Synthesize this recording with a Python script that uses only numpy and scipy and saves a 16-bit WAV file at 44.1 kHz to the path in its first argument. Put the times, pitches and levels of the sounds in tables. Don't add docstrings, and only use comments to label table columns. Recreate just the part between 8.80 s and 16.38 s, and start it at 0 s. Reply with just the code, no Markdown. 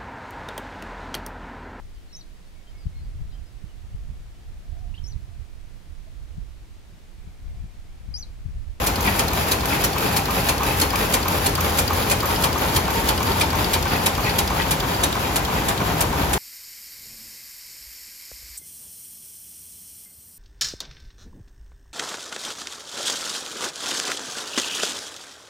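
import sys
import numpy as np
from scipy import signal
from scipy.fft import rfft, irfft, next_fast_len
from scipy.io import wavfile

SR = 44100
rng = np.random.default_rng(int(sys.argv[2]) if len(sys.argv) > 2 else 0)


def materialize(psi):
    bounded = np.clip(np.atleast_2d(psi).T, -1, 1)
    quanta = np.round(bounded * 32767).astype(np.int16)
    wavfile.write(sys.argv[1], SR, quanta)


N = 334278
TIME = np.arange(N) / SR
FFT_SIZE = next_fast_len(N + SR, real=True)
FREQS = np.arange(FFT_SIZE // 2 + 1) * SR / FFT_SIZE
FIRST_CLASH_S, PICK_S = 0.06495, 0.324737


def from_db(db):
    return 10 ** (np.asarray(db) / 20)

def along(rows, t=TIME):
    times, *columns = np.transpose(rows)
    return [np.interp(t, times, column) for column in columns]

def over_hz(points):
    hz, value = np.transpose(points)
    return np.interp(np.log(FREQS + 1e-3), np.log(hz), value)

def colour(x, spectrum):
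    return irfft(rfft(x, FFT_SIZE) * from_db(over_hz(spectrum)), FFT_SIZE)[:, :N]

def resonate(force, modes):
    out = 0
    for k, (hz, width, db) in enumerate(modes):
        r = np.exp(-np.pi * width / SR)
        gain = (-1) ** k * from_db(db) * (1 - r * r) / 2
        feedback = [1, -2 * r * np.cos(2 * np.pi * hz / SR), r * r]
        out = out + signal.lfilter([gain, 0, -gain], feedback, force + 1e-18)
    return out

def noise():
    return rng.standard_normal((2, N)) * np.sqrt(SR / 2)

def scatter(shape):
    return np.clip(rng.standard_normal(shape), -2, 2)

def chatter(per_s, spread_db):
    contact = np.cumsum(rng.random(N) < per_s / SR)
    strength = from_db(spread_db * scatter(N + 1))[contact]
    return noise() * strength / np.sqrt(np.mean(strength ** 2))

def blows(rows, rise_s, hold_s, t60):
    out = np.zeros(N)
    for s, db in rows:
        near = slice(*np.searchsorted(TIME, [s - rise_s, s + hold_s + t60]))
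        age = TIME[near] - s
        fade = np.exp(-np.log(1000) * np.maximum(age - hold_s, 0) / t60)
        out[near] += np.minimum(1 + age / rise_s, 1) * from_db(db) * fade
    return out

def taps(rows, gain_db):
    s, db = np.transpose(rows)
    out = np.zeros(N)
    out[np.round(s * SR).astype(int)] = SR * from_db(db + gain_db)
    return out

def every_pick(levels, after_clash_s, uneven_db, play_s=0.000624):
    s = np.arange(FIRST_CLASH_S + after_clash_s, N / SR - .01, PICK_S)
    late, harder = scatter((len(s), 2)).T
    return np.c_[s + play_s * late, along(levels, s)[0] + uneven_db * harder]


# (frequency [Hz], level [dB])
HALL_SPECTRUM = [(60, -62), (110, -54), (160, -54), (300, -57), (450, -58.5), (620, -60), (900, -59),
                 (1200, -63.5), (1700, -66), (3500, -71.5), (5700, -76), (7400, -75), (12000, -78.5),
                 (16000, -87)]
# (time [s], tape [dB], gears [dB], rubbed guide [dB], gear cover [dB])
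WALK = [(0, -0.5, 0, -2.5, 5), (1, -1.5, 0.5, -1.5, -3.5), (2.2, 0.5, -0.5, -2, 6), (3, -1, 0.5, -1.5, -10),
        (3.8, -2, 1.1, -3, -4), (4.7, -3.5, 1.06, -3, 0), (5.4, -4, .5, -5, -2), (6.2, -6, 0.4, -5.5, -1),
        (7.58, -5, 0.4, -7, -2)]

def hall_wash():
    _, gears_db, _, _ = along(WALK)
    return colour(noise(), HALL_SPECTRUM) * from_db(gears_db)

# (frequency [Hz], level [dB])
RUMBLE_SPECTRUM = [(20, -74), (32, -65), (42, -52), (52, -46.5), (70, -48), (100, -52), (135, -60),
                   (200, -67.5), (400, -105)]
# (time [s], level [dB])
RUMBLE_LEVELS = [(0, 2.5), (1.6, -1), (2.4, -1), (3.4, -0.5), (4.4, 1.5), (5.6, -0.5), (6.4, -0.5),
                 (7.58, 0.5)]

def frame_rumble(shakes_per_s=14, shake_db=0.5):
    wander = np.interp(TIME * shakes_per_s, np.arange(1000), rng.standard_normal(1000))
    return colour(noise() * from_db(shake_db * wander + along(RUMBLE_LEVELS)[0]), RUMBLE_SPECTRUM)

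# (pitch [Hz], width [Hz], level [dB])
MOTOR_MODES = [(85.4, 5.1, -42.5), (164, 26, -62.5), (396.6, 6.5, -56), (782.6, 15, -55)]
# (time [s], level [dB])
LOW_HUM_LEVELS = [(0, -12), (1.1, -8.5), (2.0, -0.5), (2.8, 2), (3.3, 3), (4.1, -2.5), (4.9, 0.5),
                  (5.7, -3), (6.7, -6), (7.58, -1)]

def motor_hum():
    lowest = resonate(noise() * from_db(along(LOW_HUM_LEVELS)[0]), MOTOR_MODES[:1])
    return lowest + resonate(noise(), MOTOR_MODES[1:])

# (time after the clash [s], tape friction [dB], gear load [dB])
STROKE = [(0, -13, -5), (.03, -2.5, -3.5), (.06, -9, -19.5), (.11, -12, -12), (.135, -23, -4),
          (.155, -2.5, -9.5), (.185, 1.5, -1), (.215, -0.5, -1), (.24, 0.5, -7), (.265, -5, -7),
          (.295, 0.5, -5), (.325, -1, -4)]
# (frequency [Hz], level [dB])
GEAR_SPECTRUM = [(60, -75), (150, -61), (300, -60.5), (450, -58), (650, -63.5), (900, -56.5), (1600, -59.5),
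                 (2200, -67.5), (3500, -69), (6000, -81.5), (16000, -100)]
# (pitch [Hz], width [Hz], level [dB])
FRAME_MODES = [(279.6, 10, -63), (391, 30, -57.5), (788, 9.5, -58), (830, 14, -52), (897, 11, -68),
               (974, 16, -60), (1032, 20, -58), (1228, 8.9, -57)]
COVER_MODES = [(1580, 77, -73), (1650, 24, -60), (2200, 250, -69.5), (1916, 35, -54), (2400, 240, -64.5),
               (2574, 50, -54.5), (3040, 880, -71)]
RAIL_MODES = [(135, 25, -52), (779, 7, -54), (915, 16, -46), (975, 25, -54), (1228, 10, -54),
              (1600, 140, -60)]
SIDE_FRAME_MODES = [(424, 54, -55.5), (508, 46, -50.5), (573, 54, -55), (1233, 12, -54.5)]
DRIVE_END_MODES = [(150, 35, -52), (443, 35, -53), (715, 15, -51), (887, 24, -50.5), (968, 28, -51.5)]
FRONT_BEAM_MODES = [(175, 22, -53), (325, 57, -52.5), (813, 33, -51), (2120, 330, -65), (2384, 72, -62),
                    (2600, 37, -54)]
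# (time [s], level [dB])
RAIL_LEVELS = [(2.8, -18), (3.5, -11), (3.9, -3), (4.6, -0.5), (5.6, -7.5), (6.3, -14)]
# (time [s], tape edge [dB], side frame [dB], drive end [dB], front beam [dB])
PART_LEVELS = [(0, -9, -27, -6, -4.5), (1.5, -12, -6, -20, 1), (3.2, -13, 2, -18, -11),
               (4.2, -8, -9, -18, -18), (5.2, 1, -13, -5, -8), (6.1, -14, -14, -0.5, -15),
               (7.58, -20, -10, 2.5, -18)]

def gear_growl():
    _, gears_db, _, cover_db = along(WALK)
    _, load_db = along(STROKE, (TIME - FIRST_CLASH_S) % PICK_S)
    _, side, end, front = from_db(along(PART_LEVELS))
    teeth = chatter(per_s=500, spread_db=3.5) * from_db(load_db + gears_db)
    buzz = from_db(-13) * resonate(teeth * from_db(10.5 * gears_db), LINKAGE_MODES[1:3])
    parts = [(from_db(0.9 * gears_db), FRAME_MODES), (from_db(cover_db - 7.5), COVER_MODES),
             (from_db(along(RAIL_LEVELS)[0]), RAIL_MODES), (side, SIDE_FRAME_MODES),
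             (end, DRIVE_END_MODES), (front, FRONT_BEAM_MODES)]
    ringing = sum(resonate(teeth * gain, modes) for gain, modes in parts)
    return colour(teeth, GEAR_SPECTRUM) + buzz + ringing

# (frequency [Hz], level [dB])
TAPE_SPECTRUM = [(500, -61.5), (2000, -65.5), (3500, -72.5), (5000, -85), (5800, -71.5), (7500, -78),
                 (10000, -65), (12500, -69.5), (16000, -79)]
# (pitch [Hz], width [Hz], level [dB])
TAPE_EDGE_MODES = [(3940, 60, -76), (4570, 45, -69)]
# (pitch [Hz], width [Hz], struck [dB], rubbed [dB], change in struck level on the walk [dB/s])
GUIDE_MODES = [(2905, 76, -57, -88, 0), (3193, 48, -48.5, -59, 0.7), (3530, 56, -52.5, -65, 1.3),
               (3876, 46, -50, -58, 1.5), (4280, 85, -52.5, -66.5, -1.2), (4664, 57, -50, -58.5, 0.1),
               (5060, 64, -54, -62.5, -1), (5400, 28, -52.5, -61, 2), (5820, 37, -61, -84, -3),
               (6000, 70, -59, -78, 2), (6350, 74, -61, -74, -2.5), (7220, 88, -57.5, -59, -2.5),
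               (9100, 82, -66, -95, -6), (11700, 130, -59.5, -70, 1.5)]

def tape_slide():
    tape_db, _, rubbed_db, _ = along(WALK)
    friction_db, _ = along(STROKE, (TIME - FIRST_CLASH_S) % PICK_S)
    sliding = chatter(per_s=1400, spread_db=2.0) * from_db(friction_db)
    hiss = colour(sliding * from_db(tape_db), TAPE_SPECTRUM)
    rubbed_modes = [(hz, width, db) for hz, width, _, db, _ in GUIDE_MODES]
    guide = resonate(sliding * from_db(rubbed_db), rubbed_modes)
    edge = resonate(sliding * from_db(along(PART_LEVELS)[0]), TAPE_EDGE_MODES)
    return hiss + guide + edge

def struck_guide(force, uneven_db, count, mid_walk_s=3.8):
    pick = ((TIME - FIRST_CLASH_S) / PICK_S + .5).astype(int)
    out = 0
    for k, (hz, width, db, _, db_per_s) in enumerate(GUIDE_MODES[:count]):
        shift_db = uneven_db * scatter(pick[-1] + 1)[pick] + db_per_s * (TIME - mid_walk_s)
        out = out + (-1) ** k * resonate(force * from_db(shift_db), [(hz, width, db)])
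    return out

# (time [s], level [dB])
THUMPS = [(0.279, -8), (0.597, -4), (0.926, -5), (1.243, 5), (1.573, 2), (1.897, -4), (2.216, 0.5),
          (2.539, -2), (2.854, -5), (3.205, -3), (3.518, 1), (3.83, 0), (4.169, 4), (4.494, 4.5),
          (4.803, 4), (5.125, 5.5), (5.449, -1), (5.781, 2), (6.105, 1), (6.446, 2), (6.779, -2),
          (7.103, -7), (7.402, -2.1)]
SCRAPE_LEVELS = [(0, 2), (1.3, 4), (2.2, -4), (3, -1), (4, -1), (4.8, 2), (6, -6), (7.58, -12)]
# (pitch [Hz], width [Hz], level [dB])
THUMP_MODES = [(225, 31, -55), (291, 39, -54.5), (417, 50, -48.5), (540, 44, -55), (815, 18, -58),
               (898, 110, -57)]

def full_load():
    thump = noise() * blows(THUMPS, rise_s=0.0028, hold_s=0.0094, t60=0.055)
    grit = chatter(per_s=420, spread_db=4.5)
    scrapes = every_pick(SCRAPE_LEVELS, after_clash_s=.21, uneven_db=4.3)
    scrape = grit * blows(scrapes, rise_s=0.028, hold_s=0.011, t60=0.19)
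    return from_db(-1) * resonate(thump, THUMP_MODES) + from_db(0.5) * resonate(scrape, COVER_MODES)

# (time [s], level [dB])
SQUEALS = [(4.46, -4), (5.085, -1), (5.135, -2), (5.19, -10), (5.44, -1)]
# (pitch [Hz], width [Hz], level [dB])
PING_MODE = [(4780, 120, -55.5)]

def tape_squeal():
    rub = chatter(per_s=570, spread_db=3.0) * blows(SQUEALS, rise_s=0.026, hold_s=0.016, t60=.07)
    guide = resonate(rub, [mode[:3] for mode in GUIDE_MODES[4:7]])
    return from_db(-7) * guide + from_db(-5) * resonate(rub, PING_MODE)

# (time [s], level [dB])
TICKS = [(.158, -2), (.482, 1), (.806, -5), (1.131, -6), (1.455, -0.5), (1.780, -2.5), (2.104, -0.5),
         (2.429, -2.5), (2.753, 3.5), (3.078, 1.5), (3.404, 0.5), (3.729, -2), (4.053, -8), (4.377, -1),
         (4.703, -2), (5.026, -1), (5.350, -3), (5.676, 1), (6.001, 1), (6.326, 0), (6.649, -1.5),
         (6.976, -5)]
SLAPS = [(3.224, -7), (3.56, -4.5), (3.884, -8), (3.891, -10), (4.517, -5), (4.844, -2), (4.854, -15),
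         (5.494, -3), (5.501, -8), (5.508, -6), (5.819, -5.5), (6.145, -8), (6.474, -15)]
# (time [s], level [dB])
SCUFF_LEVELS = [(1.3, -20), (2, 2.5), (2.7, -3), (3.3, 3), (4, -1), (4.6, -5), (5.2, -20)]
SNATCH_LEVELS = [(0, 7.5), (2.2, 7), (3, 4), (4.4, 5.5), (5.3, -13), (6, -33)]
SQUEAK_LEVELS = [(0, 9), (1.2, 3), (3, 12), (4.3, 4), (5.4, 4), (6, -33)]
# (frequency [Hz], level [dB])
CLICK_SPECTRUM = [(500, -101), (2000, -72), (4500, -69), (6000, -70.5), (8500, -66.5), (12000, -71),
                  (16000, -78)]
# (pitch [Hz], width [Hz], level [dB])
JOINT_MODES = [(2280, 100, -71), (6200, 410, -71.5), (12640, 450, -65), (12800, 480, -62.5)]

def small_contacts():
    scuffs = every_pick(SCUFF_LEVELS, after_clash_s=-.013, uneven_db=-1.5)
    scuff = noise() * blows(scuffs, rise_s=.002, hold_s=.003, t60=0.049)
    tick = noise() * blows(TICKS, rise_s=0.0014, hold_s=0.0024, t60=0.024)
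    slap = noise() * blows(SLAPS, rise_s=0.00087, hold_s=0.0017, t60=0.0072)
    snatches = every_pick(SNATCH_LEVELS, after_clash_s=.1425, uneven_db=1.5)
    snatch = noise() * blows(snatches, rise_s=.001, hold_s=0.0014, t60=0.024)
    squeaks = every_pick(SQUEAK_LEVELS, after_clash_s=.146, uneven_db=0.5)
    squeak = noise() * blows(squeaks, rise_s=0.00069, hold_s=0.0017, t60=0.02)
    on_guide = from_db(-4) * tick + from_db(5) * slap + from_db(-13) * scuff
    guide = struck_guide(on_guide, uneven_db=2.5, count=8)
    clicks = from_db(3) * tick + from_db(4) * slap + from_db(-1) * snatch + from_db(5.5) * scuff
    pings = from_db(1) * (resonate(tick, PING_MODE) + resonate(snatch, PLATE_MODES))
    return guide + colour(clicks, CLICK_SPECTRUM) + pings + from_db(4.5) * resonate(squeak, JOINT_MODES)

def knock(rows):
    judder = noise() * blows(rows, rise_s=0.0014, hold_s=0.014, t60=0.22)
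    return taps(rows, gain_db=-23) + from_db(-5.5) * judder

# (time [s], lever [dB], linkage [dB], crank rod [dB])
KNOCKS = [(.182, -5, -8, -5), (.507, -9, -4, -6), (.832, -9, -5, -5), (1.160, -2, 1, 5), (1.483, 0, 0, 4),
          (1.805, 2, 2, 2), (2.131, 3, 3, 4), (2.455, 0, 0, 3), (2.779, 2, 2, -1), (3.104, 5, 3.5, -10),
          (3.429, 4.5, 1, -3), (3.754, 0, -5, -10), (4.080, 0, 4.5, -10), (4.404, -2, 6, -8),
          (4.730, -2, 4.5, -4), (5.054, -5, 5.5, -8), (5.378, -2, 4.5, -5), (5.702, -5, 4, 1),
          (6.028, -1, 1, 3), (6.352, -4, 4.5, 0), (6.678, -12, 0, 3), (7.002, -14, 5, -2),
          (7.328, -19, 3, -3)]
# (pitch [Hz], width [Hz], level [dB])
LEVER_MODES = [(1096, 34, -47), (1152, 44, -50), (1235, 33, -47), (15000, 150, -67)]
LINKAGE_MODES = [(810, 40, -57), (914, 19, -53.5), (1058, 27, -50), (1545, 46, -58.5), (2290, 56, -64)]
ROD_MODES = [(1016, 78, -54), (1214, 30, -53.5)]

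def linkage_knocks(link_lag_s=0.001913, rod_lag_s=0.00488):
    s, lever_db, link_db, rod_db = np.transpose(KNOCKS)
    lever = knock(np.c_[s, lever_db])
    link = knock(np.c_[s + link_lag_s, link_db])
    rod = knock(np.c_[s + rod_lag_s, rod_db])
    ringing = resonate(lever, LEVER_MODES) + resonate(link, LINKAGE_MODES) + resonate(rod, ROD_MODES)
    return ringing + from_db(-13) * colour(link, CLICK_SPECTRUM)

# (time [s], pitch [Hz], level [dB])
RINGING_HITS = [(0.7177, 3950, -48.5), (3.6397, 3170, -47), (3.9643, 3185, -50), (4.6135, 2406, -46),
                (6.237, 3720, -48), (6.237, 6070, -49.5)]

def ringing_hits(width_hz=43):
    return sum(resonate(taps([(s, 0)], gain_db=-18.5), [(hz, width_hz, db)])
               for s, hz, db in RINGING_HITS)

# (time [s], steel [dB], sizzle [dB], plate ring [dB], frame thud [dB])
CLASHES = [(0.0692, -4.5, -1, -11, -4), (0.3944, -3.5, -1, -8, 0), (0.7177, -2.5, 1.5, -4.1, -1.5),
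           (1.043, 0, 3, 4, -7), (1.368, -4, 2, -2, -14), (1.6911, 0, -1, 10, 0.5), (2.017, 1, 1, -5, 2.5),
           (2.34, 0, 2, 0, 3.5), (2.6643, 0, -0.5, 2, -2.5), (2.9894, 1, 1.5, 6, -5),
           (3.3156, 3, -3, 10, 0), (3.6404, 0, 0, 8, 3.5), (3.9636, -2, 2, 2, 3),
           (4.2898, -2.5, -0.5, -3, 2.5), (4.6129, -1.5, -5, 6, 2), (4.9375, 0, -1, 6, -4),
           (5.2638, 1.5, -0.5, 9, 1.5), (5.5882, -1, 2, 3, 0.5), (5.913, -0.5, 1.5, -5, -5),
           (6.237, 1.5, -3, -7, 0), (6.563, -1, -2, -10, 2), (6.8877, -0.5, -4, -4, -0.5),
           (7.2117, -1, 1.5, -1, 0), (7.536, -1.5, -3, -7, -3)]
# (time from the main strike [s], level [dB])
STRIKES = [(-.0036, 5.5), (0, 6.5), (.0028, 2), (.0052, 2)]
# (frequency [Hz], level [dB])
STEEL_SPECTRUM = [(900, -75), (1600, -63), (2800, -64), (5000, -72), (5800, -71.5), (7400, -59),
                  (9200, -56.5), (10500, -66), (12000, -80), (16000, -88)]
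SIZZLE_SPECTRUM = [(7000, -63.5), (10000, -58), (12000, -62), (13200, -62.5), (15000, -70), (16000, -73)]
THUD_SPECTRUM = [(60, -60), (160, -65), (400, -51), (650, -58), (950, -53), (1500, -62.5), (2500, -65),
                 (6000, -92)]
# (pitch [Hz], width [Hz], level [dB])
PLATE_MODES = [(2377, 64, -59), (2610, 62, -58)]
# (time [s], level [dB])
GUIDE_LEVELS = [(0, 2), (.6, 4.5), (1.3, -2.5), (2.1, 4.5), (3.3, -1.5), (4.4, 7), (5.5, -1), (6.2, 2),
                (6.7, -3.5), (7.58, -7)]

def steel_clash(play_s=0.00022):
    beats, steel_db, sizzle_db, plate_db, thud_db = np.transpose(CLASHES)
    late, harder = scatter((2, len(STRIKES), len(beats)))
    strikes = 0
    for k, (s, db) in enumerate(STRIKES):
        hits = np.c_[beats + s + play_s * late[k], db + 1.2 * harder[k]]
        strikes = strikes + blows(hits, rise_s=0.00008, hold_s=0.00032, t60=0.0073)
    rattle = blows([(s + 0.0012, -2.5) for s in beats], rise_s=0.0066, hold_s=0.0077, t60=0.084)
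    force = chatter(per_s=1900, spread_db=3.0) * rattle + noise() * strikes
    nearest = np.searchsorted((beats[1:] + beats[:-1]) / 2, TIME)
    on_steel = force * from_db(steel_db)[nearest]
    steel = from_db(1.5) * colour(on_steel, STEEL_SPECTRUM)
    fizz = chatter(per_s=950, spread_db=0.5) * rattle + from_db(-2.5) * noise() * strikes
    sizzle = colour(fizz * from_db(sizzle_db)[nearest], SIZZLE_SPECTRUM)
    on_guide = from_db(-2) * on_steel + taps(np.c_[beats, steel_db], gain_db=-24.5)
    guide = struck_guide(on_guide, uneven_db=1.5, count=len(GUIDE_MODES))
    guide *= from_db(along(GUIDE_LEVELS)[0] - 5)
    plate = resonate(force * from_db(plate_db)[nearest], PLATE_MODES)
    jolt = noise() * blows(np.c_[beats + .005, thud_db], rise_s=0.01, hold_s=0.012, t60=0.21)
    thud = colour(jolt, THUD_SPECTRUM) + from_db(4) * resonate(jolt, FRAME_MODES)
    return steel + sizzle + guide + from_db(-1) * plate + from_db(-1.5) * thud

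def wall_echo(x, t60, cutoff_hz, echo_db):
    age = TIME[:SR]
    tail = rng.standard_normal((2, SR)) * np.exp(-np.log(1000) * age / t60) * (age > .008)
    tail = tail / np.sqrt(np.sum(tail ** 2) / 2)
    tail = signal.sosfilt(signal.butter(1, cutoff_hz, fs=SR, output="sos"), tail)
    return x + from_db(echo_db) * signal.fftconvolve(x, tail, axes=1)[:, :N]

def scene():
    loom = steel_clash() + ringing_hits() + small_contacts() + tape_squeal() + linkage_knocks()
    loom = loom + full_load() + tape_slide() + gear_growl()
    echoing = wall_echo(loom, t60=0.55, cutoff_hz=6240, echo_db=-8)
    return echoing + frame_rumble() + motor_hum() + hall_wash()

# (frequency [Hz], likeness [0-1])
LIKENESS = [(60, 0.99), (130, 0.95), (290, 0.85), (640, 0.42), (1400, 0.1), (2600, 0.32), (5000, 0.22),
            (6800, 0.56), (7800, 0.97), (8700, 1), (10000, 1), (12000, 1), (13500, 1)]
# (frequency [Hz], lead [radians])
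LEFT_LEAD = [(500, 0), (1200, .5), (2300, .3), (3300, 1.1), (5000, 1.0), (5800, -1.1), (6800, -1.2),
             (7700, -2.8), (8700, -3.14), (9600, -3.6), (11200, -4.7), (12000, -5.8), (12800, -6.28)]
EXTRA_LEAD = [(80, .02), (400, 0.3), (900, 0.2), (1400, .3), (2500, 0.16)]
# (time [s], share [0-1])
TURNED = [(4.4, 0.067), (6.5, 1)]
# (frequency [Hz], left minus right [dB])
BALANCE = [(60, 1), (300, 1), (700, 3), (1400, 2), (2800, 0.8), (5500, 3.5), (9000, -1.7)]

def record(dry):
    left, other = rfft(dry, FFT_SIZE)
    alike = np.clip(over_hz(LIKENESS), 0, 1)
    right = (alike * left + np.sqrt(1 - alike ** 2) * other) * np.exp(-1j * over_hz(LEFT_LEAD))
    tilt = from_db(over_hz(BALANCE) / 2)
    left, right = left * tilt, right / tilt
    right_at_end = right * np.exp(-1j * over_hz(EXTRA_LEAD))
    left, right, right_at_end = irfft(np.array([left, right, right_at_end]), FFT_SIZE)[:, :N]
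    turned = np.clip(along(TURNED)[0], 0, 1)
    pair = np.tanh([left, (1 - turned) * right + turned * right_at_end])
    pair = signal.sosfilt(signal.butter(6, 34, "high", fs=SR, output="sos"), pair)
    return signal.sosfilt(signal.ellip(12, .1, 80, 15850, fs=SR, output="sos"), pair)


dry = scene()
out = record(dry)
materialize(out)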